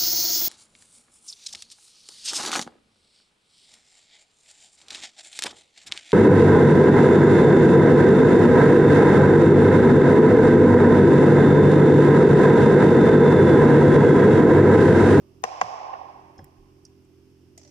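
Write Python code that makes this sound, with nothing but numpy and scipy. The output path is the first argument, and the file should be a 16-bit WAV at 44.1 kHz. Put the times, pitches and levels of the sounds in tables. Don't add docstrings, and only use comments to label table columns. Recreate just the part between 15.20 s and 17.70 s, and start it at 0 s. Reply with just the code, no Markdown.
import sys
import numpy as np
from scipy import signal
from scipy.fft import rfft, irfft, next_fast_len
from scipy.io import wavfile
from scipy.ndimage import uniform_filter1d, map_coordinates

SR = 44100
rng = np.random.default_rng(int(sys.argv[2]) if len(sys.argv) > 2 else 0)


def decibels_to_gain(level_db):
    exponent = np.asarray(level_db, float) / 20
    return 10 ** exponent


def wav_record(signal):
    frames = np.transpose(np.atleast_2d(signal))
    bounded = np.clip(frames, -1, 1)
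    quanta = np.round(bounded * 32767).astype(np.int16)
    wavfile.write(sys.argv[1], SR, quanta)


N = 110250
SIDES = np.array([[.5], [-.5]])

# (time [s], level [dB], crack level [dB], near wall delay [s], pan of the lowest note [dB])
BLOWS = [
    (.2381, -15, -9, 0.0105, 4),
    (.4133, -10.5, -11, .0078, -2),
]


def unit(x):
    return x / np.sqrt(np.mean(x ** 2) + 1e-20)


def along(points, hz):
    f, v = np.transpose(points)
    return np.interp(np.log(hz + 1), np.log(f + 1), v)


def wobble(rate):
    knots = rng.standard_normal(int(N * rate / SR) + 4)
    return map_coordinates(knots, [np.arange(N) * rate / SR])


def filtered(x, response):
    m = next_fast_len(x.shape[-1] + 8192)
    spectrum = rfft(x, m) * response(np.fft.rfftfreq(m, 1 / SR))
    return irfft(spectrum, m)[..., :x.shape[-1]]


def rush(spectrum):
    return unit(filtered(rng.standard_normal((2, N)), lambda hz: decibels_to_gain(along(spectrum, hz))))


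def spread(pair, alike, pan, lead_s):
    def mix(hz):
        turn = np.arccos(np.clip(along(alike, hz), -1, 1)) / 2
        return np.array([np.cos(turn), np.sin(turn)])

    def place(hz):
        return decibels_to_gain(SIDES * along(pan, hz)) * np.exp(2j * np.pi * hz * lead_s * SIDES)

    mid, side = filtered(pair, mix)
    return filtered(np.array([mid + side, mid - side]), place)


def add(out, x, s, pan_db=0, lag_s=0):
    x = np.broadcast_to(x, (2, x.shape[-1]))
    for ch in range(2):
        part = out[ch, round((s + ch * lag_s) * SR):][:x.shape[1]]
        part += x[ch, :len(part)] * decibels_to_gain(pan_db * (.5 - ch))


def decay(db, t60, rise_s):
    t = np.arange(SR // 3) / SR
    return decibels_to_gain(db - 60 * t / t60) * (1 - np.exp(-t / rise_s))


def mode(hz, db, t60, rise_s):
    return decay(db, t60, rise_s) * np.sin(2 * np.pi * hz * np.arange(SR // 3) / SR)


def hum():
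    # (multiple of the fundamental, level [dB])
    harmonics = [(2, -62), (3, -63.5), (4, -70), (5, -71.5), (6, -66), (7, -64.5), (8, -65.5), (9, -62.5)]
    # (frequency [Hz], density [dB per Hz])
    drone_colour = [(12, -44), (20, -1), (37, -4.5), (101, -5), (140, -6), (214, -10.5), (380, -2),
                    (407, -8), (520, -23.5), (680, -78), (1140, -120)]
    # (frequency [Hz], density [dB per Hz])
    hiss_colour = [(300, -27), (500, -4), (1900, -14), (2800, -9.5), (4000, -19), (5300, -9), (7000, -20),
                   (15000, -23)]
    # (frequency [Hz], left minus right [dB])
    balance = [(60, -1), (240, -6), (950, -3), (3770, -3), (15000, 0.5)]
    # (time [s], gain [dB])
    gain = [(0, -0.5), (.24, 0.5), (.27, -4.5), (.7, -4.5), (1.0, -1), (2.5, -1)]
    fundamental_hz, drift_rad, waver_db, scatter_rad = 43.35, 0.17, 1, 0.14
    t = np.arange(N) / SR
    turns = fundamental_hz * t + drift_rad * wobble(6) / (2 * np.pi)
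    lines = 0
    for multiple, db in harmonics:
        level = np.sqrt(2) * decibels_to_gain(db + waver_db * wobble(8.0))
        phase = 2 * np.pi * (multiple * turns + rng.random()) + scatter_rad * wobble(14)
        lines = lines + level * np.sin(phase)
    lines = filtered(lines, lambda hz: decibels_to_gain(SIDES * along(balance, hz)))
    drone = decibels_to_gain(-60.5) * spread(rush(drone_colour), [(30, 0.18), (100, .7), (400, 0.71)], balance, 0)
    hiss = decibels_to_gain(-69.5) * spread(rush(hiss_colour), [(600, .5), (3000, 0.14), (12000, 0.046)], balance, 0)
    return (lines + drone) * decibels_to_gain(np.interp(t, *np.transpose(gain))) + hiss


def echoes():
    # (frequency [Hz], density [dB per Hz])
    colour = [(210, -74), (350, -21.5), (744, -3), (1080, -10), (1360, -24), (2620, -24.5), (4020, -37),
              (5810, -32.5), (12000, -64), (15600, -99), (22000, -120)]
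    # (frequency [Hz], width [Hz], boost [dB])
    resonances = [(798, 65, 2.5), (1070, 60, 6.5), (5250, 600, 7.5)]
    # (frequency [Hz], t60 [s])
    t60 = [(400, 1.8), (800, 1.507), (2000, 1.82), (5500, 1.23), (10000, 0.26)]
    # (frequency [Hz], time [s])
    hold = [(500, 0.18), (1000, 0.29), (5000, 0.2), (10000, 0.097)]
    # (frequency [Hz], depth [dB])
    lumpiness = [(900, 2.5), (2500, .8), (6000, .5)]
    # (frequency [Hz], boost [dB])
    early = [(1200, -2.5), (3000, 4.5), (9000, 4.5)]
    # (frequency [Hz], likeness [0-1])
    alike = [(400, 0.51), (1200, 0.41), (3000, 0.13), (8000, 0.73)]
    # (frequency [Hz], left minus right [dB])
    balance = [(60, 34), (240, 1), (950, -7), (3770, 0.5), (15000, -27.5)]
    levels = [-37, -39]
    # (frequency [Hz], density [dB per Hz])
    earlier_colour = [(350, -31.5), (530, -0.5), (800, -10.5), (1200, -10), (2000, -41.5)]
    knee_s, early_s, rise_s = 0.047, 0.11, 0.005
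    seconds = np.arange(N) / SR

    def resonate(hz):
        return decibels_to_gain(sum(db * np.exp(-((hz - c) / w) ** 2) for c, w, db in resonances))

    out = np.zeros((2, N))
    for (s, *_), db in zip(BLOWS, levels):
        hz, t, z = signal.stft(unit(filtered(rush(colour), resonate)), SR, nperseg=256)
        past_hold = knee_s * np.logaddexp(0, (t - along(hold, hz)[:, None]) / knee_s)
        lumps = uniform_filter1d(rng.standard_normal(z.shape[1:]), size=4, axis=0)
        lumps = unit(uniform_filter1d(lumps, size=7, axis=1))
        shape_db = along(lumpiness, hz)[:, None] * lumps
        shape_db = shape_db + along(early, hz)[:, None] * np.exp(-t / early_s)
        shape_db = shape_db - 60 * past_hold / along(t60, hz)[:, None]
        tail = signal.istft(z * decibels_to_gain(shape_db), SR, nperseg=256)[1][:, :N]
        tail = spread(tail, alike, balance, 0.0003) * (1 - np.exp(-seconds / rise_s))
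        add(out, decibels_to_gain(db) * tail, s)
    earlier = spread(rush(earlier_colour), alike, balance, 0.00031)
    return out + earlier * decibels_to_gain(-67 - 60 * seconds / 2)


def peeling(out):
    # (frequency [Hz], density [dB per Hz])
    colour = [(280, -53), (480, -26.5), (566, -0.5), (1530, -24.5), (1970, -14), (3620, -20), (5860, -3.5),
              (10000, -30), (13000, -65), (22000, -120)]
    # (time [s], level [dB])
    bursts = [
        (2.384, -67),
        (2.395, -53),
        (2.414, -53),
        (2.432, -52.5),
        (2.449, -50.5),
        (2.476, -53),
        (2.49, -61),
    ]
    add(out, rush(colour) * decibels_to_gain(-64), bursts[0][0], -2.5)
    for s, db in bursts:
        add(out, rush(colour)[:, :SR // 3] * decay(db, .05, 0.00031), s, -2.5)


def ticks(out):
    # (time [s], level [dB], centre frequency [Hz], t60 [s], pan [dB])
    touches = [(.2215, -52, 15000, 0.014, -7), (1.656, -67, 5600, 0.2, 0), (1.191, -60, 3700, .015, 0),
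               (1.1905, -47, 1170, 0.012, -2), (1.2035, -61, 14000, 0.008, 1.5),
               (1.161, -64, 11000, .008, 0), (1.1802, -60, 5900, 0.07, 0), (1.2432, -43, 14200, 0.014, -4),
               (1.2432, -47, 11300, 0.012, -1), (1.2432, -53, 8000, 0.016, -10),
               (1.243, -58, 2000, 0.022, -1), (1.243, -62, 3300, .015, -3), (1.1905, -54, 1800, .04, -8),
               (1.651, -54, 5500, 0.035, -9), (1.651, -58, 8800, 0.03, -9),
               (1.851, -63.5, 7500, .015, -4.5), (.7365, -50, 2200, .015, 2),
               (2.377, -44, 7200, 0.047, 4.5), (2.377, -47, 5300, 0.039, -7.5),
               (2.379, -56, 3200, 0.032, -5), (2.377, -57, 2200, 0.045, 2), (2.377, -54, 12500, 0.024, 1.5),
               (2.377, -51, 664, 0.036, -6.5), (2.377, -54, 9700, .025, 2), (.238, -40, 4000, .022, 6),
               (.238, -42, 10000, .015, 7), (.238, -45, 13500, .015, 2)]
    for s, db, centre_hz, t60, pan_db in touches:
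        shared, apart = rng.standard_normal(SR // 3), rng.standard_normal((2, SR // 3))
        noise = filtered(shared + 2.4 * apart,
                         lambda hz: np.exp(-(np.log((hz + 1) / centre_hz) / 0.2) ** 2))
        add(out, unit(noise) * decay(db, t60, 0.00033), s, pan_db)


def snaps(out):
    # (time [s], frequency [Hz], level [dB], t60 [s], pan [dB])
    short_rings = [(1.6514, 5650, -31, .008, -4), (1.6525, 4950, -43, .025, -4), (1.6525, 6350, -45, .02, -4),
                   (1.651, 8500, -45, .009, -6), (1.651, 9600, -46, .008, -6), (1.6585, 5900, -49, .01, -4),
                   (1.6645, 5600, -48, .016, -4), (1.1905, 1700, -45, .022, -8), (1.1912, 760, -39, .04, 6),
                   (1.1912, 480, -42, .04, 0), (1.1905, 2800, -56, .012, -2), (.7368, 1800, -36, .016, 2),
                   (.7368, 2700, -38, .016, 2), (.7368, 2250, -41, .012, 2), (1.2428, 5400, -55, .022, -6),
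                   (2.3775, 2050, -54, .04, 2), (2.3772, 7000, -44, .02, 4), (2.450, 2050, -64, .08, 0),
                   (2.378, 680, -50, .05, -4), (.4135, 1600, -27, .03, 6), (.4135, 2300, -35, .025, 4),
                   (.2385, 460, -29, .05, 5), (.2383, 1180, -28, .025, 2), (.2383, 5000, -33, .015, 3)]
    for s, hz, db, t60, pan_db in short_rings:
        add(out, mode(hz, db, t60, .0008), s, pan_db)


def ping(out):
    # (frequency [Hz], level [dB], t60 [s])
    modes = [(5168, -52, .11), (5529, -62, .085), (6272, -65, .09), (3278, -68, .3)]
    add(out, sum(mode(hz, db, t60, 0.00031) for hz, db, t60 in modes), 1.1802, 1.5)


def thuds(out):
    # (level [dB], frequency [Hz], t60 [s])
    modes = [(-38.5, 94.3, 0.14), (-37.5, 331, 0.057), (-41.5, 201, 0.067), (-42.5, 550, 0.079),
             (-48, 890, 0.079), (-40, 138, 0.13), (-45, 110, 0.2), (-43, 170, 0.18), (-37, 400, 0.056),
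             (-46, 270, 0.06), (-50, 33, 0.5), (-54.5, 580, 0.15), (-46, 430, 0.038), (-37.5, 220, 0.055),
             (-41, 240, 0.073), (-47.5, 57, 0.18)]
    starts = [1.188, 1.191, 1.188, 1.191, 1.191, 1.222, .436, .416, .238, .414, 1.385, 2.462, .238, .24,
              .416, 1.23]
    for s, (db, hz, t60) in zip(starts, modes):
        add(out, mode(hz, db, t60, 0.0032), s, -1.5)


def bowl():
    out = np.zeros((2, N))
    ticks(out)
    ping(out)
    snaps(out)
    thuds(out)
    peeling(out)
    return out


def hollow(held_s, pan_db, pitch=1):
    # (frequency [Hz], level [dB], sign, pan [dB])
    modes = [(764, -1, 1, 0), (1050, -6, -1, .5), (500, -17, -1, 2.5), (1250, -20, 1, 5), (1620, -17, 1, 5),
             (1890, -16, -1, 5.5), (2260, -23, 1, 5.5), (2760, -24, 1, 5.5)]
    rise_s, ring_t60, sag_db = .0007, .016, -1
    t = np.arange(SR // 8) / SR
    fall_db = sag_db * t / held_s - 60 * np.maximum(t - held_s, 0) / ring_t60
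    envelope = (1 - np.exp(-t / rise_s)) * decibels_to_gain(fall_db)
    notes = []
    for hz, db, sign, lean_db in modes:
        level = sign * decibels_to_gain(db + SIDES * lean_db + rng.normal(0, 1))
        notes.append(level * np.sin(2 * np.pi * pitch * hz * t))
    low, *upper = notes
    return envelope * (decibels_to_gain(SIDES * pan_db) * low + sum(upper))


def slaps(out):
    # (time [s], level [dB], held [s], pitch ratio)
    returns = [
        (.7312, -28, .0098, 1.04),
        (.7445, -33, .012, 1.36),
        (.7935, -34, .006, 1.1),
    ]
    for s, db, held_s, pitch in returns:
        dulled = filtered(hollow(held_s, 0, pitch), lambda hz: 1 / (1 + (hz / 1250) ** 8))
        add(out, decibels_to_gain(db) * dulled, s, -10, 0.00047)


def knocks():
    # (frequency [Hz], density [dB per Hz])
    colour = [(500, -44.5), (1200, -1), (2200, -5), (4000, -18.5), (6200, -5), (9000, -25.5), (14500, -28),
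              (16000, -53.5)]
    treble = [20000, 6000]
    wall_pitches = [1.0, .8]
    held_s, lead_in_s, note_lag_s, crack_lag_s = .0045, .005, .00028, 0.00047
    wall_db, wall_crack_db = -12.5, -6
    out, t = np.zeros((2, N)), np.arange(SR // 8) / SR
    for (s, db, crack_db, wall_s, pan_db), dull_hz, wall_pitch in zip(BLOWS, treble, wall_pitches):
        crack = filtered(rush(colour), lambda hz: 1 / (1 + (hz / dull_hz) ** 2))[:, :len(t)]
        crack = crack * decibels_to_gain(db + crack_db + 3.5 - 60 * t / 0.023)
        direct, wall = (0, 0, 0, 1), (wall_s, wall_db, wall_crack_db, wall_pitch)
        for after_s, loss_db, soft_db, pitch in [direct, wall]:
            add(out, decibels_to_gain(db + loss_db) * hollow(held_s, pan_db, pitch), s + after_s, 0, note_lag_s)
            add(out, decibels_to_gain(loss_db + soft_db) * crack, s + after_s, pan_db, crack_lag_s)
        add(out, decibels_to_gain(db - 27) * hollow(lead_in_s, 0), s - lead_in_s, 0, note_lag_s)
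    slaps(out)
    return out


def scene():
    return hum() + echoes() + bowl() + knocks()


def band_limit(x):
    return signal.sosfilt(signal.butter(12, 16450, fs=SR, output="sos"), x)


def record(dry):
    limited = filtered(dry, lambda hz: 1 / (1 + (hz / 15250) ** 60))
    return band_limit(limited)


dry = scene()
out = record(dry)
wav_record(out)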